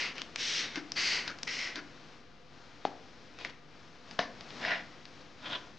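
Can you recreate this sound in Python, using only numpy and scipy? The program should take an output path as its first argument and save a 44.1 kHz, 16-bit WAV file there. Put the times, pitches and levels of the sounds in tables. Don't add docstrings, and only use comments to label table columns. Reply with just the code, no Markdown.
import sys
import numpy as np
from scipy import signal
from scipy.fft import rfft, irfft
from scipy.io import wavfile
from scipy.ndimage import uniform_filter1d

SR = 44100
rng = np.random.default_rng(int(sys.argv[2]) if len(sys.argv) > 2 else 0)


def output_pcm(signal):
    pcm = np.clip(np.atleast_2d(signal).T, -1, 1) * 32767
    wavfile.write(sys.argv[1], SR, np.round(pcm).astype(np.int16))


N = 254898
TIME = np.arange(N) / SR
SEAT_LEAD_S = .003

# (frequency [Hz], level [dB])
AIR_SPECTRUM = [(12, -39), (20, -16), (27, -11.5), (59, -13), (75, -13.5), (140, -12.5), (274, -23),
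                (510, -12.5), (644, -42), (714, -15), (856, -28.5), (1170, -21), (4730, -30.5), (9770, -63),
                (12700, -87), (21500, -120)]
HUM_LINES = [(150.7, -68), (247.6, -70), (301.5, -72), (349.9, -73.5), (500.6, -70), (699.8, -70),
             (1200, -72.5), (1400, -75)]
ROOM_DECAY = [(150, 1), (700, 0.48), (2000, 0.39), (5000, 0.19), (9000, 0.57)]
ECHO_WIDTH = [(200, 0.17), (700, 0.19), (2000, 0.35), (5000, 0.21)]

RUSTLE_SPECTRUM = [(59, -43), (100, -8), (155, -6), (178, -8), (242, -2), (383, -9.5), (618, -10),
                   (778, -11.5), (960, -10.5), (5190, -17.5), (6660, -26), (9770, -57), (12700, -71),
                   (21500, -120)]
HAND_GESTURES = [(-.1, 1.58, -55), (1.55, 2.2, -56.5), (2.5, 3.55, -58.5), (3.69, 4.04, -59),
                 (4.05, 4.2, -52)]
CLOTH_SHIFT = [(4.25, -58), (4.4, -53.5), (4.62, -45.5), (4.76, -53), (5.05, -57.5), (5.2, -55),
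               (5.36, -60), (5.5, -47.5), (5.65, -55), (5.78, -60)]
HEEL_SCRAPES = [(3.413, -47.5, 0.02), (3.459, -44.5, .013), (3.5, -47.5, 0.0072)]
SOLE_RESONANCES = [(724, 150, 2), (1000, 34, 7), (1440, 50, 4), (5040, 350, 3)]
# (time [s], level [dB])
PUSH_ENVELOPE = [(4.59, -59), (4.602, -62), (4.62, -43.5), (4.684, -37), (4.698, -39), (4.712, -36.5),
                 (4.83, -56.5)]
PULL_ENVELOPE = [(5.41, -56), (5.434, -48.5), (5.456, -34.5), (5.492, -45), (5.536, -33.5), (5.544, -40),
                 (5.558, -32.5), (5.59, -56)]
# (frequency [Hz], level [dB])
SCRAPE_SPECTRUM = [(100, -7), (300, 4.5), (1200, -3.5), (2300, 2), (3800, -0.5), (5500, -9), (6500, -16),
                   (8000, -31), (10000, -50)]
PUSH_SPECTRUM = [(59, -58), (100, -32), (228, -5.5), (282, -15), (510, -11), (720, -1.5), (840, -9.5),
                 (1100, -13), (1640, -5.5), (1920, -3.5), (2650, -7.5), (4200, -14), (4720, -21),
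                 (5190, -16.5), (9770, -66), (12700, -90), (21500, -120)]
PULL_SPECTRUM = [(59, -39), (100, -21), (136, -11), (171, -18), (266, -4), (455, -16), (606, -2),
                 (793, -6.5), (998, -2), (1190, -6), (1460, -2), (2070, -7.5), (3470, -3.5), (6050, -27),
                 (9770, -64), (12700, -86), (21500, -120)]

# (frequency [Hz], level [dB])
BOTTLE_CONTACT = [(60, -32), (170, -11), (340, 0), (500, -2), (780, 7.5), (950, -2), (1250, -9),
                  (2200, -18), (3500, -16.5), (4500, -22.5), (6000, -50), (8000, -50), (10000, -75)]
BOTTLE_SHUDDER = [(60, -26), (170, -0.5), (350, 4.5), (550, 5), (800, -13), (1300, -4), (2200, -7),
                  (4500, -9.5), (6200, -17), (8000, -38), (10000, -56)]
IRON_CONTACT = [(60, -25), (200, -6), (360, -10.5), (570, 3), (850, -11), (1070, -1), (1380, -9),
                (1750, 1.5), (2450, -20), (2950, -7.5), (4900, -15.5), (6200, -28), (8000, -60),
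                (10000, -81)]
IRON_SHUDDER = [(60, -30.5), (220, 3.5), (400, -4.5), (700, 6.5), (860, -3), (1040, 4), (1350, -8),
                (1750, 3), (2550, -6.5), (3000, -8), (5000, -5.5), (6200, -15), (8000, -41), (10000, -55)]
# (frequency [Hz], level [dB], t60 [s])
BOTTLE_RING = [(820, 14.5, 0.14), (715, -18, .13), (402, -7, .1), (336, -3, .09), (202, -2, .12),
               (1430, -13, .16), (2120, -7, .16)]
IRON_RING = [(274, 0, 0.091), (607, -19, 0.062), (715, 9.5, 0.11), (960, -20, .12), (1620, -12, 0.14),
             (1795, 0, 0.23), (2130, -15, 0.21), (2960, -16, .13), (3800, -14, .13), (4834, -13, 0.127)]
CLICK_SPECTRUM = [(100, -13.5), (400, -16), (1000, -11.5), (2500, -8.5), (5000, -8), (6300, -12),
                  (7500, -22.5), (9000, -32.5), (10500, -53)]
# (time [s], level [dB], resonance [Hz], lift [dB], rattle share [dB])
SHELL_CLICKS = [(3.3879, -30.5, 1368, 6, -8), (3.4486, -21.5, 2000, 16, -12), (3.458, -35, 1990, 12, -8),
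                (4.111, -29, 4800, 8, -7), (4.4089, -28, 4800, 4, -9), (4.505, -32, 3935, 8, -4),
                (4.65, -21, 1830, 21, -3), (5.0543, -31, 4500, 9, -18), (5.5305, -25.5, 3480, 25, 2)]
PIVOT_CREAKS = [(.155, -36, 3020, -7, -1), (0.181, -25.5, 2400, 13, -12), (.218, -19, 3100, 9, -14),
                (.963, -37, 2000, 15, -13), (1.3868, -31, 4560, 1, -8), (1.476, -25.5, 2030, 9, -9)]

# (time [s], level [dB], resonance [Hz], lift [dB])
VALVE_SNAPS = [(.3595, -16, 2400, 7), (0.9195, -18, 5330, 15.5), (1.432, -17, 5600, 8)]
# (time [s], click level [dB], click resonance [Hz], air level [dB], valve resonance lift [dB])
TRIGGER_RETURNS = [(.758, -20, 2370, -40, 6.5), (1.278, -18.5, 4340, -38.5, 12),
                   (1.7574, -22, 4450, -41, 10)]
WALL_POPS = [(0.7724, -30.5), (1.777, -39)]
# (frequency [Hz], level [dB])
INTAKE_SPECTRUM = [(80, -15.5), (300, 3), (800, -6.5), (2100, 0.5), (3300, -7.5), (4700, -4), (6200, -11.5),
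                   (8000, -44), (10000, -54)]
JET_SPECTRUM = [(60, -16), (160, -11.5), (420, -7.5), (700, -10.5), (1100, -8), (1700, -0.5), (2200, 2),
                (4200, -1), (5400, -5), (6300, -8.5), (7200, -19), (8300, -30), (9500, -39.5), (10500, -73)]
# (start [s], attack [s], hand eases off [s], end [s], level [dB],
# swell while held [dB/s], brightness [dB/octave])
SQUEEZES = [(-.15, .02, 0.0031, 0.13, -33.5, 0, 0.5), (.362, 0.044, 0.58, .757, -33.5, 15.5, 2.5),
            (.953, 0.02, 1.1255, 1.277, -31, 5.5, 1.9), (1.469, 0.0064, 1.625, 1.757, -37, 3, 1)]
# (low resonance [Hz], low lift [dB], middle lift [dB],
# valley lift [dB], top resonance [Hz], top lift [dB])
NOZZLE_RESONANCES = [(2030, 4.5, 3, -2, 4900, 4.5), (2120, 0, -1, 2, 5600, 5.5),
                     (2040, 4, 0.5, -5, 4700, 6), (2006, 8, 0.5, -4, 5320, 6.5)]


def amp(db):
    return 10 ** (np.asarray(db) / 20)


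def unit(x):
    return x / np.sqrt(np.mean(x ** 2) + 1e-20)


def read(points, hz):
    f, value = np.transpose(points)
    return np.interp(np.log(hz + 1), np.log(f + 1), value)


def shape_db(points, hz, peaks=()):
    return read(points, hz) + sum(lift / (1 + 2 * ((hz - f) / width) ** 2) ** 2 for f, width, lift in peaks)


def colour(x, points, peaks=()):
    hz = np.fft.rfftfreq(len(x), 1 / SR)
    return unit(irfft(rfft(x) * amp(shape_db(points, hz, peaks)), len(x)))


def grains(size, per_s, spread_db):
    occurs = rng.random(size) < per_s / SR
    strength = amp(spread_db * np.minimum(rng.exponential(1, size), 4))
    return unit(occurs * rng.choice([-1, 1], size) * strength)


def rattle(t60):
    t = np.arange(SR // 2) / SR
    tail = rng.standard_normal(len(t)) * amp(-60 * t / t60)
    return tail / np.linalg.norm(tail)


def ring(modes):
    t = np.arange(SR // 2) / SR
    return sum(amp(db - 60 * t / t60) * np.sin(2 * np.pi * hz * t) for hz, db, t60 in modes)


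def add(mix, s, sound, pan_db):
    part = mix[:, max(round(s * SR), 0):][:, :len(sound)]
    part += amp([[pan_db / 2], [-pan_db / 2]]) * sound[:part.shape[1]]


def pair(mid, side, apart):
    return np.array([mid + apart * side, mid - apart * side]) / np.hypot(1, apart)


def background(air_db=-62, hum_gain_db=-1, pan_db=7.5):
    air = pair(*[colour(rng.standard_normal(N), AIR_SPECTRUM) for _ in range(2)], apart=0.36)
    hum = sum(amp(db) * np.sin(2 * np.pi * (hz * TIME + rng.random())) for hz, db in HUM_LINES)
    return (amp(air_db) * air + amp(hum_gain_db) * hum) * amp([[pan_db / 2], [-pan_db / 2]])


def room(x, wet_db, first_s=0.016, early=0.61):
    t = np.arange(SR // 2) / SR
    build_up = np.interp(t, [.001, first_s, first_s + 0.0019], [early / 2, early, 1])
    reflections = rng.choice([-1, 1], (2, len(t))) * (rng.random((2, len(t))) < .15) * build_up
    hz, at, bands = signal.stft(reflections, SR, nperseg=256)
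    decay = amp(-60 * at / read(ROOM_DECAY, hz)[:, None])
    bands = pair(*bands, read(ECHO_WIDTH, hz)[:, None]) * decay
    tail = signal.istft(bands, SR, nperseg=256)[1]
    return amp(wet_db) * signal.fftconvolve(x, tail / np.linalg.norm(tail[0]), axes=1)[:, :N]


def scatter(x, side_db, centre_hz, octaves=1.1, t60=.015):
    bounces = np.pad(rattle(t60), (SR // 400, 0))
    side = signal.fftconvolve(x.mean(0), bounces)[:N]
    hz = np.fft.rfftfreq(N, 1 / SR)
    band = np.exp(-.5 * (np.log2((hz + 1) / centre_hz) / octaves) ** 2)
    return amp(side_db) * irfft(rfft(side) * band, N) * np.array([[1], [-1]])


def rustle(fade_s=.13, rest_db=-63):
    moves = [amp(db) * np.clip(np.minimum(TIME - start, end - TIME) / fade_s + .5, 0, 1)
             for start, end, db in HAND_GESTURES]
    cloth = amp(np.interp(TIME, *np.transpose(CLOTH_SHIFT), left=-np.inf))
    gain = np.sqrt(amp(rest_db) ** 2 + cloth ** 2 + np.sum(np.square(moves), 0))
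    return gain * colour(grains(N, per_s=9000, spread_db=1.3), RUSTLE_SPECTRUM)


def scrape(s, level_db, swell_s):
    t = np.arange(-SR // 10, SR // 10) / SR
    friction = colour(grains(len(t), per_s=2500, spread_db=.6), SCRAPE_SPECTRUM, SOLE_RESONANCES)
    return s + t[0], amp(level_db) * friction * np.exp(-.5 * (t / swell_s) ** 2)


def stroke(envelope, spectrum, gain_db, glide_hz, width_hz, ring_db, pressed_at, press_s, slips_per_s):
    times, levels_db = np.transpose(envelope)
    t = np.arange(times[0], times[-1], 1 / SR)
    rub = colour(grains(len(t), slips_per_s, spread_db=-0.5), spectrum, SOLE_RESONANCES)
    carrier = np.exp(2j * np.pi * np.cumsum(np.linspace(*glide_hz, len(t))) / SR)
    pole = np.exp(-np.pi * width_hz / SR)
    sung = unit((carrier * signal.lfilter([1 - pole], [1, -pole], rub / carrier)).real)
    press = np.exp(-.5 * ((t - pressed_at) / press_s) ** 2)
    gain = amp(np.interp(t, times, levels_db) + gain_db)
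    return t[0], gain * (rub + amp(ring_db) * press * sung)


def wall_response(points, peaks=(), lag_s=0.000527, size=2048):
    hz = np.fft.fftfreq(size, 1 / SR)
    log_gain = np.log(amp(shape_db(points, abs(hz), peaks)))
    log_minimum_phase = np.conj(signal.hilbert(log_gain))
    bending = 4 * np.pi * lag_s * np.sign(hz) * np.sqrt(1000 * abs(hz))
    pulse = np.fft.ifft(np.exp(log_minimum_phase - 1j * bending)).real[:size // 2]
    return pulse / abs(pulse).max()


def seating(crunch_db, t60):
    drive = amp(crunch_db) * rattle(t60)
    drive[0] = 1
    flat = irfft(np.exp(1j * np.angle(rfft(drive))), len(drive))
    return np.roll(flat, round(SEAT_LEAD_S * SR))


def knock(contact, shell, modes, contact_db, shell_db, modes_db, t60):
    shudder = signal.fftconvolve(rattle(t60), wall_response(shell))[:SR // 2]
    pulse = wall_response(contact)
    pulse = np.pad(pulse, (0, len(shudder) - len(pulse)))
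    return amp(contact_db) * pulse + amp(shell_db) * shudder + amp(modes_db) * ring(modes)


def click(hz, lift_db, rattle_db, edge_hz):
    crunch = seating(crunch_db=1, t60=0.0048)[:SR // 10]
    shudder = np.pad(rattle(t60=0.056), (round(SEAT_LEAD_S * SR), 0))[:SR // 10]
    softened = [(f, db - 10 * np.log10(1 + (f / edge_hz) ** 6)) for f, db in CLICK_SPECTRUM]
    wall = wall_response(softened, [(hz, 0.37 * hz, lift_db)], lag_s=0.00067)
    return signal.fftconvolve(crunch + amp(rattle_db) * shudder, wall)


def flex(hz=303, pop_t60=0.065, air_db=-6.5, air_t60=.11, rise_s=.004):
    hum = ring([(hz, 0, pop_t60), (hz, air_db, air_t60)])
    return hum * np.minimum(TIME[:len(hum)] / rise_s, 1)


def intake(s, level_db, swell_s, hz, lift_db, width_hz=480):
    t = np.arange(-SR // 10, SR // 10) / SR
    splutter = grains(len(t), per_s=2500, spread_db=2.1)
    air = colour(splutter, INTAKE_SPECTRUM, [(hz, width_hz, lift_db)])
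    return s + t[0], amp(level_db) * air * np.exp(-.5 * (t / swell_s) ** 2)


def squeeze(start, attack_s, ease, end, level_db, swell_db_per_s, tilt_db):
    release_s, release_db, dribble_db = .11, -12, -14
    mist_s, coarsen_lead_s, coarsen_s, drops_db_per_octave = 0.025, 0.023, 0.14, -5
    t = np.arange(max(start, 0), end, 1 / SR)
    attack = np.clip((t - start) / attack_s, 0, 1)
    held_db = swell_db_per_s * np.minimum(t - ease, 0)
    spent = np.maximum(t - ease, 0) / release_s
    gain = attack * amp(level_db + held_db + np.maximum(release_db * spent ** 2, dribble_db))
    first_drops = np.exp(-(t - start) / mist_s)
    last_drops = np.clip((t - ease + coarsen_lead_s) / coarsen_s, 0, 1)
    return t, gain, tilt_db + drops_db_per_octave * (first_drops + last_drops)


def squirt(pull, nozzle, flutter=0.014):
    t, gain, tilt_db = squeeze(*pull)
    low_hz, low_db, middle_db, valley_db, top_hz, top_db = nozzle
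    peaks = [(1720, 300, -.45 * low_db),
             (low_hz, 350, low_db), (2750, 650, middle_db), (3620, 650, valley_db), (top_hz, 780, top_db)]
    turbulence = colour(rng.standard_normal(len(t)), JET_SPECTRUM, peaks)
    hz, at, bands = signal.stft(turbulence, SR, nperseg=256)
    octaves = np.log2(np.clip(hz, 1000, 8000) / 2900)
    tilt = amp(octaves[:, None] * np.interp(at + t[0], t, tilt_db))
    jet = signal.istft(bands * tilt, SR, nperseg=256)[1][:len(t)]
    eddies = 1 + flutter * unit(uniform_filter1d(rng.standard_normal(len(t)), size=150))
    return t[0], jet * eddies * gain


def scene():
    hiss, handling, knocks, ironing = np.zeros((4, 2, N))
    for pull, nozzle in zip(SQUEEZES, NOZZLE_RESONANCES):
        add(hiss, *squirt(pull, nozzle), pan_db=2)
    for s, db, hz, lift_db in VALVE_SNAPS:
        tick = click(hz, lift_db, rattle_db=-17, edge_hz=11000)
        add(handling, s - SEAT_LEAD_S, amp(db) * tick, pan_db=3.5)
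    for s, db, *tone in PIVOT_CREAKS:
        add(handling, s - SEAT_LEAD_S, amp(db) * click(*tone, edge_hz=7300), pan_db=3.5)
    add(handling, *intake(0.19, level_db=-44, swell_s=0.027, hz=2960, lift_db=11), pan_db=4)
    for s, click_db, hz, air_db, valve_db in TRIGGER_RETURNS:
        snap = click(hz, lift_db=6, rattle_db=-2.5, edge_hz=5300)
        add(handling, s - SEAT_LEAD_S, amp(click_db) * snap, pan_db=3.5)
        add(handling, *intake(s + .019, air_db, swell_s=0.017, hz=1510, lift_db=valve_db), pan_db=3)
    for s, db in WALL_POPS:
        add(handling, s, amp(db) * flex(), pan_db=4)

    for s, db, *tone in SHELL_CLICKS:
        add(handling, s - SEAT_LEAD_S, amp(db) * click(*tone, edge_hz=4700), pan_db=3)
    for graze in HEEL_SCRAPES:
        add(ironing, *scrape(*graze), pan_db=4)
    bottle = knock(BOTTLE_CONTACT, BOTTLE_SHUDDER, BOTTLE_RING,
                   contact_db=-15.5, shell_db=-25.5, modes_db=-52.5, t60=0.2)
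    add(knocks, 2.8516, bottle, pan_db=4.5)
    iron = knock(IRON_CONTACT, IRON_SHUDDER, IRON_RING,
                 contact_db=-12, shell_db=-14, modes_db=-38, t60=0.23)
    landing = signal.fftconvolve(iron, seating(crunch_db=0, t60=.008)[:SR // 50])
    add(knocks, 4.1915 - SEAT_LEAD_S, landing, pan_db=2.5)
    forward = stroke(PUSH_ENVELOPE, PUSH_SPECTRUM, gain_db=3.5, glide_hz=(1660, 1980), width_hz=380,
                     ring_db=2.5, pressed_at=4.74, press_s=0.028, slips_per_s=4000)
    add(ironing, *forward, pan_db=1.4)
    back = stroke(PULL_ENVELOPE, PULL_SPECTRUM, gain_db=-3.5, glide_hz=(3480, 3330), width_hz=500,
                  ring_db=-6, pressed_at=5.53, press_s=0.045, slips_per_s=2200)
    add(ironing, *back, pan_db=1.5)
    add(hiss, 0, rustle(), pan_db=4.5)

    echoes = room(hiss + ironing, wet_db=-10) + room(handling, wet_db=-8) + room(knocks, wet_db=-11)
    sideways = (scatter(hiss + handling, side_db=-14, centre_hz=3300)
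                + scatter(ironing, side_db=-10.5, centre_hz=3000)
                + scatter(knocks, side_db=-22, centre_hz=2500))
    return hiss + handling + knocks + ironing + sideways + echoes + background()


def record(dry):
    edge_hz, offset = 9950, .0014
    low_pass = signal.firwin(511, edge_hz, window=("kaiser", 9), fs=SR)
    return signal.oaconvolve(dry, low_pass[None], "same", axes=1) + offset


dry = scene()
out = record(dry)
output_pcm(out)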